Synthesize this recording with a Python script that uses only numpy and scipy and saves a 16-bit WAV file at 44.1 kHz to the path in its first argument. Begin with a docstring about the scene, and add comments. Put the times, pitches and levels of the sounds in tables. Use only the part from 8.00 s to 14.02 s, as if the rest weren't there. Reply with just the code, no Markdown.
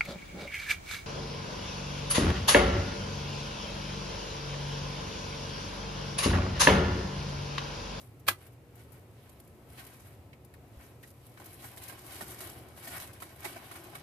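"""Pruning shears snip once through a grape stalk, close by, under a vine trained along a house wall:
the fibres fracture in steps and two impacts excite the modes of the metal. Then hands work into the
foliage: leaves slide and buckle, shoots knock, and smaller stalks snap. The leaves and the wall
scatter these sounds briefly; a distant machine hums under the quiet outdoor air."""
import sys
import numpy as np
from scipy import signal
from scipy.fft import rfft, irfft, next_fast_len
from scipy.io import wavfile

SR = 44100
rng = np.random.default_rng(int(sys.argv[2]) if len(sys.argv) > 2 else 0)


def to_wav(s):
    """Save 16-bit WAV."""
    ch = np.atleast_2d(s).T  # columns
    pcm = np.round(np.clip(ch, -1, 1) * 32767)  # PCM
    wavfile.write(sys.argv[1], SR, pcm.astype(np.int16))


N = 265570
T = np.arange(N) / SR
SIZE = next_fast_len(N, True)
FREQS = np.fft.rfftfreq(SIZE, 1 / SR)
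TOP_HZ = 14500


def amp(db):
    """Amplitude grows tenfold for every 20 dB."""
    return 10 ** (np.asarray(db) / 20)


def unit(x):
    """Normalisation to an rms of 1."""
    return x / np.sqrt(np.mean(x ** 2))


def shape(points):
    """Interpolation of (Hz, value) rows over log frequency, at every spectral bin."""
    hz, value = np.transpose(points)
    return np.interp(np.log(FREQS + 1), np.log(hz), value)


def filtered(x, gain):
    """Linear filtering multiplies each spectral bin by a gain."""
    return irfft(rfft(x, SIZE) * gain, SIZE)[..., :N]


def colour(x, points):
    """Minimum-phase filtering: folding the cepstrum makes a (Hz, dB) spectrum causal, at unit power."""
    cepstrum = irfft(np.log(unit(amp(shape(points)))), SIZE)
    cepstrum[1:SIZE // 2] *= 2
    cepstrum[SIZE // 2 + 1:] = 0
    return filtered(x, np.exp(rfft(cepstrum)))


def walk(rate):
    """Slow random modulation of rms 1, joining `rate` Gaussian values a second."""
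    knots = rng.standard_normal(int(N / SR * rate) + 2)
    return unit(np.interp(T * rate, np.arange(len(knots)), knots))


def burst(start, rise, t60):
    """Exponential decay, 60 dB in t60 seconds, after a quick build-up."""
    first = max(int(start * SR), 0)
    t = T[:min(int(2 * t60 * SR) + 2, N - first)]
    envelope = np.zeros(N)
    envelope[first:first + len(t)] = amp(-60 * t / t60) * (1 - amp(-60 * t / rise))
    return envelope


def grains(rate, scatter_db):
    """Shot noise: about `rate` tiny clicks a second, of uneven size, shared by two noise carriers."""
    size = (rng.random(N) < rate / SR) * amp(scatter_db * np.clip(rng.standard_normal(N), -2, 2))
    smear = np.exp(-np.arange(24) / 8)
    power = signal.lfilter(smear, 1, size ** 2)
    return unit(np.sqrt(power) * rng.standard_normal((2, N)))


def placed(pan_db):
    """A level difference sets direction; pan is the left level minus the right."""
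    return amp(np.array([[.5], [-.5]]) * pan_db)


def spread(pair):
    """Partial coherence: long waves reach both sides alike, short waves unrelated."""
    # Likeness of the sides. Each row: frequency in Hz, coherence from 0 to 1.
    likeness = [(30, 0.6), (70, 1), (250, 0.88), (640, 0.93), (1400, 0.2), (15000, 0)]
    alike = shape(likeness)
    mid, side = filtered(pair, np.sqrt([(1 + alike) / 2, (1 - alike) / 2]))
    return np.array([mid + side, mid - side])


def outdoors(waver_db, drift_rad):
    """A line spectrum over broadband noise: a distant machine's hum wavers on its way through the air."""
    # Distant rumble falling to a thin hiss. Each row: frequency in Hz, relative level in dB.
    air_spectrum = [(25, -31), (50, -13), (75, -1), (115, 0), (150, -7), (210, -13), (380, -12), (700, -19),
                    (1000, -24), (1600, -29), (2400, -29), (3200, -35), (6000, -40), (14500, -37)]
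    # The machine's tones. Each row: frequency in Hz, rms level in dB about which it wavers.
    hum_lines = [(119.5, -62.5), (228, -73), (279.4, -72.5), (361, -74), (480, -74.5), (559, -76.5),
                 (715, -81), (1005, -85), (1301, -84)]
    air = unit(filtered(spread(rng.standard_normal((2, N))), amp(shape(air_spectrum))))
    hum = 0
    for hz, db in hum_lines:
        amplitude = np.sqrt(2) * amp(db + waver_db * walk(7))
        hum += amplitude * np.sin(2 * np.pi * hz * T + drift_rad * walk(12))
    return amp(-54.8 + walk(4.15)) * air + hum


def leaf_motion():
    """Incoherent sources add in power: hand strokes sum to the gains of the leaves' body and treble."""
    # A hand brushes the leaves. Each row: fastest moment in seconds, level in dB, length in seconds,
    # extra treble in dB.
    strokes = [(0.00, -66.5, 0.16, 11), (0.42, -60, 0.13, 2.5), (0.8, -64, 0.21, 1), (0.945, -65, 0.1, 3),
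               (1.27, -68, 0.5, 6), (1.796, -53.5, .22, 4), (1.95, -61, 0.2, 3), (2.06, -65, .2, 7),
               (2.813, -54.5, 0.041, -8), (2.833, -63, 0.23, 6), (3.072, -72, 0.14, 14.5),
               (3.265, -70, 0.28, 10.5), (3.504, -62, 0.27, 10), (3.656, -55, 0.22, 8),
               (3.84, -59, 0.1, 13.5), (3.895, -55.5, 0.37, 1.5), (4.163, -52, 0.49, 8.5),
               (4.322, -54, 0.074, 3), (4.442, -50, 0.18, 8.5), (4.778, -55, 0.047, 4.5),
               (4.892, -48, 0.22, 6), (4.97, -49.5, 0.3, 3.5), (5.26, -61, 0.46, 5),
               (5.485, -46, 0.19, 2.5), (5.727, -56, 1, 3), (5.96, -77, 0.25, 5)]
    range_db, swell_share = 12.5, 0.4  # the hand speeds up faster than it slows
    body = treble = amp(-81) ** 2  # leaves barely stirring
    for peak, db, length, treble_db in strokes:
        from_peak = np.maximum((peak - T) / swell_share, (T - peak) / (1 - swell_share)) / length
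        power = amp(db - range_db * np.minimum(from_peak, 10)) ** 2
        body = body + power
        treble = treble + power * amp(treble_db) ** 2
    return np.sqrt(body), np.sqrt(treble)


def crinkles(rate, t60, scatter_db):
    """Buckling: single leaves give way at random moments, each in a very short crackle."""
    buckles = (rng.random(N) < rate / SR) * amp(-scatter_db * rng.random(N))
    envelope = signal.oaconvolve(buckles, burst(0, .004, t60)[:SR // 16])[:N]
    return unit(envelope * rng.standard_normal((2, N)))


def flicker(pair, depth_db, rate):
    """Independent amplitude modulation of overlapping bands, as new patches of leaf take over."""
    centres = np.linspace(0, 1, 7) ** 2 * TOP_HZ
    bands = (np.interp(FREQS, centres, row) for row in np.eye(len(centres)))
    return sum(filtered(pair, band) * amp(depth_db * walk(rate)) for band in bands)


def rustle():
    """Friction noise: leaves slide in fine grains, dry edges crinkle, and bent shoots brush more dully."""
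    # Spectra of sliding leaves and of brushing shoots. Each row: frequency in Hz, relative level in dB.
    leaf_spectrum = [(300, 1), (1000, 7.5), (2200, 7.5), (4000, -2), (6500, -8), (9000, -4.5), (11300, -2),
                     (13300, -2), (14500, -21)]
    shoot_spectrum = [(60, -15), (140, 5), (230, -5), (350, 6.5), (520, -0.5), (900, 1), (1900, -7.5),
                      (3000, -8.5), (6000, -16), (14000, -59.5)]
    # The arm leans in and bends whole shoots. Each row: time in seconds, relative level in dB.
    lean = [(3.25, -83), (3.38, -65.5), (4.3, -58), (5.1, -63), (5.6, -60.5), (6.02, -55.5)]
    dry_hz, typical_stroke_db, shoot_follow = 4800, -58, 0.12
    body, treble = leaf_motion()
    friction = amp(walk(60)) * grains(rate=9900, scatter_db=-3.0)
    crackle = amp(-2.5) * crinkles(rate=90, t60=.018, scatter_db=14)
    dryness = FREQS ** 4 / (FREQS ** 4 + dry_hz ** 4)
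    sliding = body * filtered(friction, 1 - dryness) + treble * filtered(friction + crackle, dryness)
    lean_s, lean_db = np.transpose(lean)
    bending = amp(np.interp(T, lean_s, lean_db)) * (body / amp(typical_stroke_db)) ** shoot_follow
    pushing = bending * amp(1.2 * walk(45)) * grains(rate=2500, scatter_db=0.0)
    brushing = amp(0.5) * colour(sliding, leaf_spectrum) + amp(0.4) * colour(pushing, shoot_spectrum)
    return flicker(spread(brushing), depth_db=1.7, rate=30)


def flicks():
    """Elastic release: a dry leaf edge or tendril springs free with a tiny crisp tick."""
    # Each row: start in seconds, level in dB, t60 in seconds, pan in dB.
    releases = [(0.195, -53, .05, -1), (0.465, -52, .06, 4), (0.530, -56.5, 0.045, 2),
                (0.753, -56, 0.12, 4), (0.920, -54, 0.13, 5), (1.293, -46, 0.026, -5),
                (1.399, -48, 0.037, -5), (1.450, -58, 0.035, -1), (1.475, -49, 0.031, 0),
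                (1.698, -50.5, 0.033, 2), (1.866, -44.5, 0.046, -1), (2.148, -63, 0.045, 2),
                (2.447, -51.5, 0.041, 3), (2.538, -52, 0.042, -1), (3.073, -51.5, 0.068, 0),
                (3.103, -53, .05, -4), (3.4427, -45.5, .06, 0), (3.456, -43, 0.055, 1),
                (3.62, -50, 0.12, -3), (3.881, -38.5, 0.067, 4), (4.1215, -44, 0.066, -4),
                (4.683, -54, .05, -10), (4.833, -47, 0.13, 1), (5.072, -44, 0.057, -1),
                (5.143, -54, 0.042, 0), (5.4045, -47.5, .06, 1), (5.837, -47, 0.06, -4),
                (5.915, -56, 0.058, 0)]
    # Spectrum of a flick. Each row: frequency in Hz, relative level in dB.
    crisp_spectrum = [(500, -14), (2000, -9.5), (5000, -9), (8000, -6), (11500, 0.5), (14500, -0.5)]
    envelope = sum(amp(db) * placed(pan) * burst(s, .004, t60) for s, db, t60, pan in releases)
    return colour(envelope * spread(grains(rate=9800, scatter_db=10)), crisp_spectrum)


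def snip():
    """Fracture and impact: fibres break in quick steps, and two blows excite the shears' damped modes."""
    # Modes of the shears. Each row: frequency in Hz, relative level in dB, t60 in seconds, pan in dB.
    modes = [(575, -19.5, 0.068, -8), (940, -20, 0.028, -17), (1040, -12.5, 0.073, -5),
             (1214, -5.5, 0.02, 8.5), (1345, -13, 0.044, 14), (1585, -13.5, 0.042, -8),
             (1667, -22, 0.055, 20), (2005, -21.5, 0.093, -12), (2250, -18, 0.045, -8),
             (2490, -21, 0.05, 14), (2690, -14, 0.051, 4), (3250, -20.5, 0.015, -27), (3440, -27, 0.035, 5),
             (3760, -37, 0.013, -3), (4100, -22, 0.023, -21), (10400, -14, 0.026, -10),
             (11640, -16, 0.043, -2), (13300, -27, 0.042, -4)]
    # The blade jumps through, then the jaws meet. Each row: time in seconds, level in dB.
    impacts = [(0.2840, -13.7), (0.28645, -17.3)]
    # Bite, crunch, break, tearing free. 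Each row: start in seconds, level in dB, rise and t60 in seconds.
    steps = [(0.2660, -36.5, 0.038, 0.15), (0.2786, -26.5, 0.0083, 0.1), (0.283, -18, 0.0022, 0.05),
             (0.306, -45, 0.0088, 0.061)]
    # Spectrum of breaking fibres. Each row: frequency in Hz, relative level in dB.
    fibre_spectrum = [(30, -62), (200, 1.5), (420, -4.5), (700, 1.5), (1200, 6.5), (2500, 3), (4200, 0),
                      (6500, -8.5), (9000, -2.5), (11500, 0.5), (14500, -3)]
    # Shading of a close cut off to one side. Each row: frequency in Hz, pan in dB.
    shading = [(600, 1.5), (1200, -8), (2500, 0), (4500, -4), (7000, -7), (9500, -1), (14500, -1)]
    t, ring = T[:SR // 4], 0
    for hz, db, t60, pan in modes:
        mode = amp(db) * placed(pan) * np.sin(2 * np.pi * hz * t) * amp(-60 * t / t60)
        ring = mode - ring  # neighbouring modes swing in opposite senses
    blows = sum(amp(db) * signal.unit_impulse(N, int(s * SR)) for s, db in impacts)
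    metal = signal.fftconvolve(blows[None], ring, axes=1)[:, :N]
    breaking = sum(amp(db) * burst(s, rise, t60) for s, db, rise, t60 in steps)
    crack = colour(spread(breaking * grains(rate=10000, scatter_db=-1.5)), fibre_spectrum)
    return metal + filtered(crack, placed(shape(shading)))


def thuds():
    """Damped free vibration: the vine sounds a low tone as it is let go or tugged."""
    # Each row: start in seconds, level in dB, frequency in Hz, t60 in seconds.
    jolts = [(0.284, -40.5, 98, 0.37), (0.310, -38.5, 356, 0.065), (2.770, -39, 69, 0.13),
             (4.222, -33, 215, 0.029), (5.452, -53, 360, 0.047)]
    return sum(amp(db) * burst(s, 0.014, t60) * np.sin(2 * np.pi * hz * (T - s))
               for s, db, hz, t60 in jolts)


def taps():
    """Resonance: the shears' handles and spring tick, and each click drives a short, hollow ring."""
    # Each row: start in seconds, level in dB, resonance in Hz, t60 in seconds, pan in dB.
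    contacts = [(2.330, -62, 2240, .055, 2), (2.538, -64, 1810, .055, 5), (3.034, -59, 1900, .07, 0),
                (3.373, -60, 1700, .06, 0)]
    bandwidth_hz, bare_click_db = 420, -10
    tapping = 0
    for s, db, hz, t60, pan in contacts:
        click = burst(s, .004, t60) * rng.standard_normal((2, N))
        detuning = FREQS / hz - hz / (FREQS + 1)
        hollow = unit(1 / (1 + 1j * detuning * hz / bandwidth_hz))
        tapping += amp(db) * placed(pan) * filtered(click, hollow + amp(bare_click_db))
    return tapping


def stalk(start, hz):
    """The inharmonic bending modes of one stalk ring as it snaps."""
    # Each row: frequency as a multiple of the stalk's pitch, relative level in dB.
    modes = [(0.92, 0.5), (1.138, -2.5), (1.7, -12), (2.35, -12)]
    first = int(start * SR)
    t = T[:min(SR // 8, N - first)]
    ring = sum(amp(db) * np.sin(2 * np.pi * (ratio * hz * t + rng.random((2, 1)))) for ratio, db in modes)
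    return np.pad(ring, ((0, 0), (first, N - first - len(t)))) * burst(start, rise=0.012, t60=0.04)


def snaps():
    """Brittle fracture: each small break gives a spray of crackle, a woody knock and a ringing stalk."""
    # Stalks snap and shoots knock. Each row: start in seconds, relative levels of crack and knock in dB,
    # pitch in Hz, pan in dB.
    breaks = [(3.028, -50.5, -63, 1900, 0), (3.375, -66, -59, 1334, 0), (3.398, -50, -53.5, 874, -3),
              (3.416, -64, -54.5, 1010, -1), (3.641, -47, -50.5, 880, -4), (3.772, -40.5, -55, 1920, -2.5),
              (3.818, -45, -57, 2130, -4), (3.894, -40, -51.5, 1414, -5), (3.922, -52, -53.5, 1190, -5),
              (4.2077, -38, -42.5, 1070, -4.5), (4.22, -47, -55, 1290, -1), (4.404, -36.5, -54, 1210, -2),
              (4.872, -41, -48, 1980, 1), (4.924, -46, -56, 1500, -13), (4.999, -36, -64, 2120, -1),
              (5.02, -45.5, -66, 1500, -2), (5.201, -44, -57, 2680, 0), (5.22, -40.5, -43.5, 1154, -4.5),
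              (5.443, -35.5, -43.5, 737, -5.5), (5.4501, -39, -40, 2240, -5), (5.561, -52, -45, 730, -3),
              (5.712, -42.5, -47.5, 1200, -2), (5.754, -41.5, -50, 1507, 0), (5.951, -41, -46, 1390, -2)]
    # Spectra of the crack and the knock. Each row: frequency in Hz, relative level in dB.
    crack_spectrum = [(300, -21), (1000, -3.5), (2200, 0), (4000, 0.5), (6500, -4), (9000, 2), (11500, 4.5),
                      (14500, 0.5)]
    knock_spectrum = [(100, -20), (350, 11.5), (520, 8.5), (700, 13), (1100, 9), (2300, 7.5), (3300, -7),
                      (6000, -17), (14000, -18)]
    crack = knock = ring = 0
    for s, crack_db, knock_db, hz, pan in breaks:
        crack += amp(crack_db) * placed(pan) * burst(s, rise=0.01, t60=0.1)
        knock += amp(knock_db) * placed(pan) * burst(s, rise=0.01, t60=0.067)
        ring += amp(knock_db) * placed(pan) * stalk(s, hz)
    bright = colour(crack * spread(grains(rate=4400, scatter_db=-2.0)), crack_spectrum)
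    woody = colour(knock * spread(grains(rate=5400, scatter_db=-3.5)), knock_spectrum)
    return amp(-2.0) * bright + amp(3.5) * woody + amp(7.5) * ring


def echoes(x, leaves_db, leaves_t60, wall_db, wall_t60):
    """Diffuse reflection: a quick scatter off the leaves and a later, longer one along the wall."""
    leaves = amp(leaves_db) * unit(burst(0.0005, 0.005, leaves_t60))
    wall = amp(wall_db) * unit(burst(0.018, 0.01, wall_t60))
    response = spread(rng.standard_normal((2, N)) * (leaves + wall)) / np.sqrt(N)
    return signal.oaconvolve(x, response[:, :SR // 4], axes=1)[:, :N]


def shifting_echoes(x, count, rate):
    """Time-varying scattering: as leaves move, several sets of paths crossfade at constant power."""
    weights = np.array([np.exp(walk(rate)) for _ in range(count)])
    weights /= np.sqrt(np.sum(weights ** 2, axis=0))
    return sum(weight * echoes(x, leaves_db=-4.5, leaves_t60=0.028, wall_db=-25.5, wall_t60=0.15)
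               for weight in weights)


def scene():
    """Superposition of shears and foliage with their echoes, the vine's thuds and the outdoor air."""
    foliage = snaps() + flicks() + taps() + rustle()
    foliage += shifting_echoes(foliage, count=4, rate=9)
    cut = snip()
    cut += echoes(cut, leaves_db=-10.5, leaves_t60=0.011, wall_db=-20.5, wall_t60=0.14)
    return cut + foliage + thuds() + outdoors(waver_db=2, drift_rad=1.5)


def record(dry):
    """Frequency response: each microphone port colours its side, and a steep low-pass cuts the top."""
    # Each row: frequency in Hz, left minus right level in dB.
    ports = [(60, 0.5), (110, -1.5), (200, 3.5), (380, -2.5), (690, 7.5), (1280, 4.5), (2360, -1.5),
             (4360, -3), (8040, -5), (14800, 9.5)]
    heard = filtered(dry, placed(shape(ports)))
    return signal.sosfilt(signal.ellip(12, .2, 80, TOP_HZ, fs=SR, output="sos"), heard)


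dry = scene()
out = record(dry)
to_wav(out)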